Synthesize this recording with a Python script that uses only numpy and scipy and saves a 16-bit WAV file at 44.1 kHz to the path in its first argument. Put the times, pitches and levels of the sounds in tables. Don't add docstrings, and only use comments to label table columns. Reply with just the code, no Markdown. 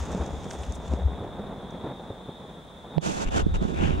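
import sys
import numpy as np
from scipy import signal
from scipy.fft import rfft, irfft
from scipy.io import wavfile
from scipy.ndimage import uniform_filter1d, map_coordinates

SR = 44100
rng = np.random.default_rng(int(sys.argv[2]) if len(sys.argv) > 2 else 0)


def wav_out(sig):
    wavfile.write(sys.argv[1], SR, np.round(np.clip(np.atleast_2d(sig).T, -1, 1) * 32767).astype(np.int16))


N = 176400
T = np.arange(N) / SR
EMBERS_PER_S, EMBER_SPREAD_DB, EMBER_SIDE_DB = 2200, 2, -8.5
SOFT_RISE_S = 0.0027
# (frequency [Hz], level [dB])
DRY_TICK_SPECTRUM = [(300, -12), (900, 3), (2200, 7), (4500, 1), (8000, -18)]


def undb(db):
    return 10 ** (np.asarray(db) / 20)


def unit(x):
    return x / np.sqrt(np.mean(x ** 2))


def curve(rows):
    return undb(np.interp(T, *np.array(rows).T))


def colour(x, points):
    hz, db = np.array(points).T
    log_f = np.log(np.maximum(np.arange(N // 2 + 1) * SR / N, 1))
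    outside = np.maximum(np.log(hz[0]) - log_f, 0) + np.maximum(log_f - np.log(hz[-1]), 0)
    gain = undb(np.interp(log_f, np.log(hz), db) - 20 * outside)
    return unit(irfft(rfft(x) * gain, N))


def noise():
    return rng.standard_normal(N)


def walk(per_s):
    hold = int(SR / per_s)
    steps = np.repeat(noise()[:N // hold + 1], hold)
    return unit(uniform_filter1d(uniform_filter1d(steps, hold), hold)[:N])


def crackle(per_s, spread_db, spectrum):
    streams = []
    for _ in range(2):
        size = undb(spread_db * np.minimum(rng.exponential(size=N), 5))
        impulses = (rng.random(N) < per_s / SR) * size * np.sign(noise())
        streams.append(colour(impulses, spectrum))
    return np.array(streams)


def noise_pair(spectrum):
    return np.array([colour(noise(), spectrum) for _ in range(2)])


def wide(pair, side_db):
    mid, side = pair
    return mid + undb(side_db) * side * np.array([[1], [-1]])


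def pan(db):
    return unit(undb(np.array([[db], [-db]]) / 2))


def burst(at, rise, fade):
    return np.clip((T - at) / rise + 1, 0, 1) * np.exp(-np.maximum(T - at, 0) / fade)


def bump(at, half):
    return np.exp(-((T - at) / half) ** 2)


def push_pull(at, half):
    u = (T - at) / half
    return -np.sqrt(2 * np.e) * u * np.exp(-u ** 2)


def flames():
    # (time [s], level [dB])
    levels = [(0, -39), (.17, -34.5), (.35, -38), (.55, -38.5), (.82, -41), (1.1, -39), (1.24, -39),
              (1.32, -39), (1.45, -37), (1.65, -42.5), (1.87, -36.5), (1.97, -41), (2.2, -44.5),
              (2.47, -43.5), (2.77, -47), (2.87, -42.5), (4, -49)]
    # (frequency [Hz], level [dB])
    spectrum = [(20, -36), (60, -13), (105, -9), (135, -0.5), (175, 1.5), (300, -7), (420, -4.5), (820, -8),
                (1150, -16), (2000, -28), (3000, -39), (4500, -54), (9000, -71)]
    ignitions = crackle(per_s=1500, spread_db=0, spectrum=spectrum)
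    flutter = undb(1.5 * walk(44.8))
    return wide(ignitions, side_db=-18.5) * curve(levels) * flutter


def throbs(pitch_hz=68.6, waver=0.064, fall_over_rise=1.65):
    # (peak time [s], rise [s], level [dB])
    spells = [(.005, 0.028, -27.5), (0.111, 0.022, -35), (0.211, 0.015, -27), (.324, 0.031, -33),
              (0.605, .028, -29), (0.695, 0.014, -26.5), (0.764, 0.024, -37.5), (.926, 0.028, -21.5),
              (1.048, 0.032, -21), (1.109, 0.026, -30)]
    cycles = np.cumsum(pitch_hz * (1 + waver * walk(38.96))) / SR
    pulsing = 0
    for at, rise, db in spells:
        swell = bump(at, np.where(T < at, rise, fall_over_rise * rise))
        pulsing += undb(db) * swell * np.cos(2 * np.pi * (cycles - np.interp(at, T, cycles)))
    roughness = undb(2.9 * walk(60.7))
    return np.sqrt(2) * pulsing * roughness * pan(3.5)


def draught():
    # (time [s], level [dB])
    levels = [(0, -40.5), (.25, -44), (.48, -42.5), (.75, -44.5), (1.1, -44), (1.4, -45), (1.8, -50.5),
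              (2.2, -56.5), (2.8, -55.5), (4, -74)]
    # (frequency [Hz], level [dB])
    spectrum = [(18, -6), (35, -5), (52, 7.5), (68, 0), (85, 3.5), (105, -1), (140, -14.5), (185, -15),
                (250, 1.5), (400, -54)]
    return wide(noise_pair(spectrum), side_db=-6.5) * curve(levels)


def embers():
    # (time [s], level [dB])
    levels = [(0, -44), (.15, -50), (.21, -50), (.27, -50.5), (.41, -52.5), (.49, -54), (.53, -50.5),
              (.59, -51), (.635, -49.5), (.67, -52.5), (.75, -55), (.8, -60), (.87, -54), (.9, -54),
              (.93, -52), (1, -62.5), (1.25, -70), (4, -73)]
    # (frequency [Hz], level [dB])
    spectrum = [(800, 13), (2200, 1), (3200, 0), (4400, -6), (5400, -1), (6800, 3), (8200, -7),
                (9300, -10.5), (11000, -20.5), (15000, -29)]
    sizzle = wide(crackle(EMBERS_PER_S, EMBER_SPREAD_DB, spectrum), EMBER_SIDE_DB)
    clusters = undb(walk(90))
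    return sizzle * curve(levels) * clusters


def frogs(pitch_hz=3576, spread_hz=115, rise_hz=128.3, peep_s=0.1124, peeps_per_s=70, echo_s=0.042):
    # (time [s], level [dB])
    levels = [(0, -55), (.8, -55), (1.15, -55), (1.6, -55.5), (1.8, -52.5), (2.1, -56.5), (2.3, -53),
              (2.7, -56), (3.1, -55), (4, -54)]
    # (frequency [Hz], level [dB])
    far_spectrum = [(2700, -47), (3050, -24.5), (3280, -8.5), (3580, -5.5), (3760, -10), (3900, -16),
                    (4050, -18), (4400, -40.5)]
    calls = np.zeros(2 * N)
    u = np.linspace(0, 1, int(peep_s * SR))
    echoes = [noise() * np.exp(-T / echo_s) for _ in range(2)]
    farthest = undb(-0.5) * noise_pair(far_spectrum)
    for k, (late, pitch, db) in enumerate(rng.standard_normal((int(peeps_per_s * N / SR), 3))):
        hz = pitch_hz + spread_hz * pitch + rise_hz * (u - .5)
        i = int((k + late) / peeps_per_s * SR) % N
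        calls[i:i + len(u)] += undb(db) * np.sin(np.pi * u) * np.sin(2 * np.pi * np.cumsum(hz) / SR)
    call_spectrum = rfft(calls[:N] + calls[N:])
    smeared = [unit(irfft(call_spectrum * rfft(echo), N)) for echo in echoes]
    chorus = [unit(peeps + blur) for peeps, blur in zip(smeared, farthest)]
    return wide(chorus, side_db=-10.5) * curve(levels)


def air(hiss_db=-55, whine_db=-88, whine_hz=15640):
    # (frequency [Hz], level [dB])
    spectrum = [(20, -5), (150, 7), (1000, 21), (2500, 7), (4600, -1.5), (7000, -0.5),
                (10000, -1.5), (12000, -9), (15000, -14)]
    whine = np.sqrt(2) * np.sin(2 * np.pi * whine_hz * T)
    return undb(hiss_db) * noise_pair(spectrum) + undb(whine_db) * whine


def snaps(rise_s=.0008, tail_s=0.036, tail_db=-25):
    # (time [s], tick level [dB], body level [dB], fade [s])
    breaks = [(0.053, -46, -58, .003), (.117, -45, -55, .004), (0.128, -47, -46, 0.0022),
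              (.148, -47, -46, .002), (0.236, -56, -49, 0.005), (0.263, -44.5, -55, 0.0024),
              (0.443, -50, -50, .006), (0.507, -39, -60, 0.0011), (0.5106, -41, -34, 0.0021),
              (0.533, -45, -65, .003), (0.634, -50, -41.5, 0.0046), (0.723, -40.5, -58, .002),
              (0.754, -49, -60, 0.0046), (0.879, -51, -50, 0.0045), (.936, -49, -43, 0.0019),
              (1.707, -53.5, -70, .002)]
    # (frequency [Hz], level [dB])
    tick_spectrum = [(2000, -23), (4500, -4), (5700, 9.5), (7500, 7), (10000, -10), (15000, -26)]
    tick, body = 0, 0
    for at, tick_db, body_db, fade in breaks:
        shape = burst(at, rise_s, fade) + undb(tail_db) * burst(at, rise_s, tail_s)
        tick += undb(tick_db) * shape
        body += undb(body_db) * shape
    bright = wide(noise_pair(tick_spectrum), EMBER_SIDE_DB)
    return tick * bright + body * colour(noise(), DRY_TICK_SPECTRUM)


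def puffs(pop_s=0.00053):
    # (time [s], rush level [dB], fade [s], pop peak [dB])
    pockets = [(0.149, -34, 0.047, -21), (0.184, -42, 0.012, -29), (0.212, -53, 0.024, -32),
               (0.464, -37.5, 0.01, -26), (0.916, -31.5, 0.02, -27), (.937, -35, 0.0092, -15),
               (0.988, -43, 0.0079, -48), (1.204, -31.5, 0.051, -38), (1.247, -28, 0.0035, -49),
               (1.395, -33.5, 0.018, -21.5), (1.502, -37, .012, -33), (1.585, -47, 0.0067, -51),
               (1.749, -29.5, 0.0053, -42), (1.789, -43, 0.0055, -48), (1.842, -31, 0.031, -22.5),
               (1.865, -34, 0.018, -35), (1.997, -33.5, 0.018, -34), (2.104, -31, 0.009, -33),
               (2.227, -47, 0.0057, -51), (2.286, -37, 0.015, -32), (2.293, -45, 0.014, -26),
               (2.399, -41, 0.021, -42)]
    # (frequency [Hz], level [dB])
    spectrum = [(30, -21), (100, 15), (190, -3), (400, 9.5), (800, -1), (1200, -9.5), (2000, -26.5),
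                (4500, -41)]
    rush, pops = 0, 0
    for at, rush_db, fade, pop_db in pockets:
        rush += undb(rush_db) * burst(at, SOFT_RISE_S, fade)
        rebound = bump(at + 5.1 * pop_s, 2 * pop_s) / 2
        pops += undb(pop_db) * (rebound - bump(at, pop_s))
    return rush * colour(noise(), spectrum) + pops


def logs(fade_s=0.035):
    # (time [s], level [dB], ring [Hz])
    thumps = [(0.151, -26, 180), (.455, -35.5, 197), (1.398, -32, 208)]
    return sum(undb(db) * burst(at, SOFT_RISE_S, fade_s) * np.cos(2 * np.pi * hz * (T - at))
               for at, db, hz in thumps)


def sparks():
    # (time [s], half length [s], level [dB])
    showers = [(0.526, 0.036, -56), (0.628, 0.01, -57), (0.753, 0.013, -52)]
    # (frequency [Hz], level [dB])
    spectrum = [(4500, -20), (6500, 1), (8900, 4), (11000, -14), (15000, -26)]
    fizz = wide(crackle(EMBERS_PER_S, EMBER_SPREAD_DB, spectrum), EMBER_SIDE_DB)
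    return fizz * sum(undb(db) * bump(at, half) for at, half, db in showers)


def grip(lurch_s=0.011):
    # (time [s], level [dB])
    levels = [(2.95, -93), (3.0, -50), (3.24, -40), (3.27, -32), (3.44, -29), (3.5, -31), (3.57, -27),
              (3.7, -39.5), (3.82, -27), (4, -30.5)]
    # (frequency [Hz], level [dB])
    spectrum = [(12, -1), (28, -4), (55, 3.5), (90, 0), (160, -25), (500, -43)]
    # (time [s], peak [dB])
    lurches = [(3.274, -22), (3.433, -24), (3.556, -25), (3.595, -30), (3.815, -28.5)]
    sway = wide(noise_pair(spectrum), side_db=-1) * curve(levels)
    return sway + sum(undb(db) * push_pull(at, lurch_s) for at, db in lurches)


def knocks(thud_hz=156.4, thud_late_s=0.00285, left_lead_s=.0002, tick_s=0.00027):
    # (time [s], thud level [dB], fade [s], click level [dB], contact time [s])
    landings = [(2.982, -5, 0.0073, -1, 0.00055), (3.467, -19, 0.0041, -9.5, 0.0012),
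                (3.618, -15.5, 0.0024, -20, 0.0015), (3.653, -27.5, 0.0021, -17, .0012),
                (3.834, -32, 0.0023, -15, .001), (3.8443, -18.5, 0.0069, -32, .0014),
                (3.893, -19, 0.0078, -19, 0.0017), (3.907, -15.5, 0.0034, -20, 0.00098)]
    touch = colour(noise(), DRY_TICK_SPECTRUM)
    out = 0
    for at, thud_db, fade, click_db, contact in landings:
        shape = np.exp(-np.abs(T - at - thud_late_s) / fade)
        thud = -undb(thud_db) * shape * np.cos(2 * np.pi * thud_hz * (T - at))
        click = np.array([-push_pull(at - left_lead_s, contact), push_pull(at, contact)])
        tick = undb(-17 + 2 * click_db) * bump(at, tick_s) * touch
        out += thud * pan(-27) + undb(click_db) * (click + tick) * pan(-6.5)
    return out


def rubs(slips_per_s=3200, spread_db=1.5, left_lag_s=.00007, common_db=-13.5):
    # (start [s], end [s], rise [s], fall [s], hiss [dB], rasp [dB], body [dB],
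    # rumble [dB], hiss left over right [dB])
    slides = [(3.006, 3.157, 0.036, 0.082, -37.5, -43.5, -29.5, -29, -15),
              (3.091, 3.255, 0.12, 0.021, -40, -45.5, -29.5, -34, -9),
              (3.242, 3.299, 0.03, 0.01, -52.5, -44, -37.5, -33, -5),
              (3.298, 3.43, 0.071, 0.038, -39.5, -38.5, -25, -27, -12),
              (3.375, 3.66, 0.018, 0.0099, -69, -80, -44.5, -37.5, -4),
              (3.535, 3.579, 0.016, 0.024, -47.5, -42, -32.5, -32.5, -16),
              (3.604, 3.79, 0.021, 0.071, -55.5, -56.5, -38, -30.5, -22),
              (3.736, 3.957, 0.099, 0.11, -49.5, -37, -28.5, -27, -15),
              (3.863, 4.1, 0.093, .05, -63, -51, -38, -30, -10)]
    # (frequency [Hz], level [dB])
    hiss_spectrum = [(2500, -2), (4500, -3.5), (5400, -3), (6300, 1.5), (7300, -1), (8500, -9),
                     (10000, -13.5), (13000, -27), (15000, -45)]
    # (frequency [Hz], level [dB])
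    rasp_spectrum = [(800, -4), (1400, -5), (1700, 5), (1950, -1), (2350, 5.5), (2900, 11.5), (3800, -5),
                     (5000, -33), (8000, -41)]
    # (frequency [Hz], level [dB])
    body_spectrum = [(200, -4), (400, -6.5), (650, -2.5), (900, -4.5), (1150, -11.5), (1500, -10),
                     (2100, -22.5), (3500, -27.5)]
    # (frequency [Hz], level [dB])
    rumble_spectrum = [(20, -17), (70, -5.5), (110, -8.5), (165, 2), (260, -3.5), (380, -5), (600, -18.5),
                       (1500, -73)]
    hiss = crackle(slips_per_s, spread_db, hiss_spectrum)
    rasp = crackle(slips_per_s, spread_db, rasp_spectrum)
    opposed, common = crackle(slips_per_s, spread_db, body_spectrum)
    rumble = crackle(slips_per_s, spread_db, rumble_spectrum) * pan(-15.5)
    body = np.array([-np.interp(T - left_lag_s, T, opposed), opposed])
    body = (body + undb(common_db) * common) * pan(-0.5)
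    glide = np.cumsum(1 + .05 * walk(15))
    rasp = np.array([map_coordinates(port, [glide * ratio], mode="mirror")
                     for port, ratio in zip(rasp, (1, .8))]) * pan(11)
    out = 0
    for start, end, rise, fall, hiss_db, rasp_db, body_db, rumble_db, pan_db in slides:
        speed = np.clip((T - start) / rise, 0, 1) * np.clip((end - T) / fall, 0, 1)
        skin = undb(hiss_db) * pan(pan_db) * hiss + undb(rasp_db) * rasp
        case = undb(body_db) * body + undb(rumble_db) * rumble
        out += speed * (skin + case)
    judder = undb(walk(220))
    return out * judder


def scene():
    fire = flames() + throbs() + draught() + embers() + snaps() + puffs() + logs() + sparks()
    return fire + frogs() + air() + grip() + knocks() + rubs()


def record(dry, ceiling=.46, release_s=.06, look_ahead_s=0.00096, top_hz=15800):
    over = np.log(np.maximum(np.abs(dry).max(axis=0) / ceiling, 1))
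    held = np.maximum.accumulate(over + T / release_s) - T / release_s
    early = np.interp(T + look_ahead_s, T, held)
    bell = np.exp(-(np.arange(-128, 129) / SR / look_ahead_s) ** 2)
    duck = np.convolve(early, bell / bell.sum(), "same")
    lowpass = signal.ellip(8, .2, 70, top_hz, fs=SR, output="sos")
    return signal.sosfilt(lowpass, dry * np.exp(-duck))


dry = scene()
out = record(dry)
wav_out(out)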